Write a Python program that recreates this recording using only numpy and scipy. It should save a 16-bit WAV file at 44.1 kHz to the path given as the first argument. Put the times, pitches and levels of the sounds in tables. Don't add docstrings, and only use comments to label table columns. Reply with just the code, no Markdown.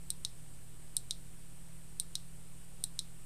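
import sys
import numpy as np
from scipy import signal
from scipy.fft import rfft, irfft
from scipy.io import wavfile
from scipy.ndimage import uniform_filter1d

SR = 44100
rng = np.random.default_rng(int(sys.argv[2]) if len(sys.argv) > 2 else 0)


def gain_from_db(level_db):
    decades = np.asarray(level_db, float) / 20
    return 10 ** decades


def digitize_waveform(pressure):
    field = np.atleast_2d(pressure).T
    bounded = np.clip(field, -1, 1)
    quanta = np.round(bounded * 32767).astype(np.int16)
    wavfile.write(sys.argv[1], SR, quanta)


N = 143325

NOISE_TOP_HZ = 13960


def evened(x):
    return x / np.sqrt(np.mean(x ** 2) + 1e-20)


def read(points, hz):
    f, value = np.transpose(points)
    return np.interp(np.log(hz + 1), np.log(f + 1), value)


def add(mix, s, sound):
    part = mix[round(s * SR):][:len(sound)]
    part += sound[:len(part)]


def slow_drift(rate):
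    t = np.arange(N) / SR
    drift = np.zeros(N)
    for f in np.geomspace(rate / 10, rate, num=16):
        drift += np.sin(2 * np.pi * (f * t + rng.random())) / np.sqrt(f)
    return evened(drift)


def patchy_noise(patch_db):
    shape = (N // 128 + 8, 257)
    patches = uniform_filter1d(rng.standard_normal(shape), size=14, axis=0)
    patches = evened(uniform_filter1d(patches, size=8, axis=1))
    white = rng.standard_normal(shape) + 1j * rng.standard_normal(shape)
    spectrum = white * gain_from_db(patch_db * patches)
    return signal.istft(spectrum.T, nperseg=512, noverlap=384)[1][:N]


def coloured(x, gain):
    return evened(irfft(rfft(x) * gain(np.fft.rfftfreq(N, 1 / SR)), N))


def click(level_db, bright_db, pitch, chance):
    # f/Hz, relative level/dB, delay/ms, Gaussian width/ms
    bursts = [(1740, -47, 1.4, 0.1), (3040, -24.5, 0.845, 0.14), (3940, -12, 0.95, 0.36),
              (5200, -12.5, 0.98, 0.22), (6540, -13, 0.74, .2), (8850, -2, 1.15, 0.24),
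              (10890, -20.5, 0.89, .2), (12200, -20, 0.49, 0.3), (13950, -29, 0.98, 0.45)]
    # f/Hz, relative level/dB, t60/s
    modes = [(3837, -20, 0.037), (3917, -28.5, .06), (4100, -20.5, 0.044), (5310, -34, 0.047),
             (5930, -43, 0.035), (7680, -34.5, 0.11), (8300, -23, 0.021), (8740, -30, 0.031),
             (8500, -28, 0.031), (10250, -39, 0.026)]
    bright_from_hz, scatter_db, ring_rise_s = 7000, -0.5, 0.00086
    t = np.arange(round(.12 * SR)) / SR

    snap = np.zeros(len(t))
    for hz, db, delay_ms, width_ms in bursts:
        gain = gain_from_db(db + bright_db * (hz > bright_from_hz))
        envelope = np.exp(-.5 * ((t * 1000 - delay_ms) / width_ms) ** 2)
        snap += gain * envelope * np.sin(2 * np.pi * hz * pitch * t)

    ring = np.zeros(len(t))
    for (hz, db, t60), c in zip(modes, chance):
        mode_db = db + bright_db * (hz > bright_from_hz) + scatter_db * c
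        ring += gain_from_db(mode_db - 60 * t / t60) * np.sin(2 * np.pi * hz * pitch * t + c)
    ring *= 1 - np.exp(-(t / ring_rise_s) ** 2)
    return gain_from_db(level_db) * (snap + ring), gain_from_db(level_db) * snap


def room(x):
    # mean delay/ms, level/dB
    echoes = [(2.3, -11.5), (4.4, -17.5), (7.2, -22), (13.5, -33)]
    # f/Hz, t60/s
    decay = [(2000, 0.2), (4000, 0.25), (6000, 0.2), (9000, .12), (13000, 0.17)]
    tail_db, delay_spread, top_hz = -14.5, .03, 13500
    taps = np.zeros(SR // 2)
    at = np.arange(100, len(taps) - 20, 10)
    taps[at + rng.integers(0, 10, len(at))] = rng.choice([-1., 1.], len(at))

    hz, t, bands = signal.stft(taps, SR, nperseg=128)
    fade = gain_from_db(-60 * t / read(decay, hz)[:, None])
    tail = signal.istft(bands * fade, SR, nperseg=128)[1]
    response = gain_from_db(tail_db) * tail / np.linalg.norm(tail)
    for ms, db in echoes:
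        delay_s = ms / 1000 * (1 + delay_spread * rng.standard_normal())
        add(response, delay_s, gain_from_db(np.array([db])))
    lowpass = signal.butter(8, top_hz, fs=SR, output="sos")
    return signal.sosfilt(lowpass, signal.fftconvolve(x, response))


def button():
    # t/s, level/dB, lift of the upper modes/dB, pitch factor set by the grip
    presses = [(.1036, -20, 5, 1), (0.2492, -14.5, -6, 0.99), (.967, -17.5, 6.5, 0.995),
               (1.1089, -14, -5.5, .985), (1.9987, -18.5, 5.5, 1.001), (2.154, -14.5, -6.5, 1.005),
               (2.8392, -19, 5.5, 1), (2.9911, -15, -5, 0.99)]
    lead_s = .0003
    clicks = np.zeros(N)
    for s, level_db, bright_db, pitch in presses:
        chance = rng.standard_normal(10)
        whole, snap = click(level_db, bright_db, pitch, chance)
        add(clicks, s - lead_s, whole)
        add(clicks, s - lead_s, room(snap))
    return clicks


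def motor(curve):
    octave_db, waver_hz, waver_db = -23, .5, 1.1
    s, speed, db = np.transpose(curve)
    t = np.arange(N) / SR
    turns_per_s = np.interp(t, s, speed) + waver_hz * slow_drift(rate=8.3)
    angle = 2 * np.pi * (np.cumsum(turns_per_s) / SR + rng.random())
    shake = np.sqrt(2) * (np.sin(angle) + gain_from_db(octave_db) * np.sin(2 * angle))
    level_db = np.interp(t, s, db) + waver_db * slow_drift(rate=15)
    return gain_from_db(level_db) * shake, angle


def whirr(angle):
    # f/Hz, full width at -6 dB/Hz, relative level/dB
    humps = [(7820, 390, -3.5), (8370, 570, -2.5), (8770, 600, -5.5), (9570, 610, -4)]
    level_db, pulse_depth, patch_db = -64.5, 0.26, 0.2
    noise = patchy_noise(patch_db) * (1 + pulse_depth * np.cos(2 * angle))

    def gain(hz):
        power = sum(gain_from_db(2 * db) / (1 + (2 * (hz - f) / width) ** 2) ** 2 for f, width, db in humps)
        return np.sqrt(power) * (hz < NOISE_TOP_HZ)

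    return gain_from_db(level_db) * coloured(noise, gain)


def scene():
    # t/s, speed/turns per s, level/dB
    fast_curve = [(0, 168, -59), (.24, 168, -59), (.31, 161, -61.5), (1.08, 159.8, -61.5),
                  (1.16, 166.2, -60.5), (1.9, 166.3, -60), (2.08, 165.8, -58), (2.25, 167.7, -60),
                  (3.13, 167.6, -59.5), (3.25, 163, -62)]
    # t/s, speed/turns per s, level/dB
    slow_curve = [(0, 130, -61), (.22, 129.5, -61), (.3, 121.8, -61), (1.08, 121.6, -61.5),
                  (1.16, 127.3, -62), (1.9, 127.5, -61.5), (2.1, 125.5, -64), (2.2, 128.5, -62),
                  (3.1, 128, -62), (3.25, 122, -63)]
    fast_hum, fast_angle = motor(fast_curve)
    slow_hum, _ = motor(slow_curve)
    return (button() + fast_hum + slow_hum + whirr(fast_angle))[None]


def microphone_noise():
    # f/Hz, relative density/dB
    spectrum = [(1, -13), (5, 1.5), (20, 0), (40, -3), (100, -13), (200, -19), (400, -24.5), (1000, -31),
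                (2200, -32.5), (2900, -32), (4000, -35.5), (6500, -36), (7600, -31.5), (9000, -27),
                (10800, -36.5), (12300, -36), (13000, -32), (14000, -42)]
    level_db, patch_db = -54.5, 0.65

    def gain(hz):
        return gain_from_db(read(spectrum, hz)) * (hz < NOISE_TOP_HZ)

    return gain_from_db(level_db) * coloured(patchy_noise(patch_db), gain)


def roll_off(x):
    return signal.sosfilt(signal.butter(12, 15290, fs=SR, output="sos"), x)


def record(dry):
    offset = .008
    mix = dry + microphone_noise() + offset
    return roll_off(mix)


dry = scene()
out = record(dry)
digitize_waveform(out)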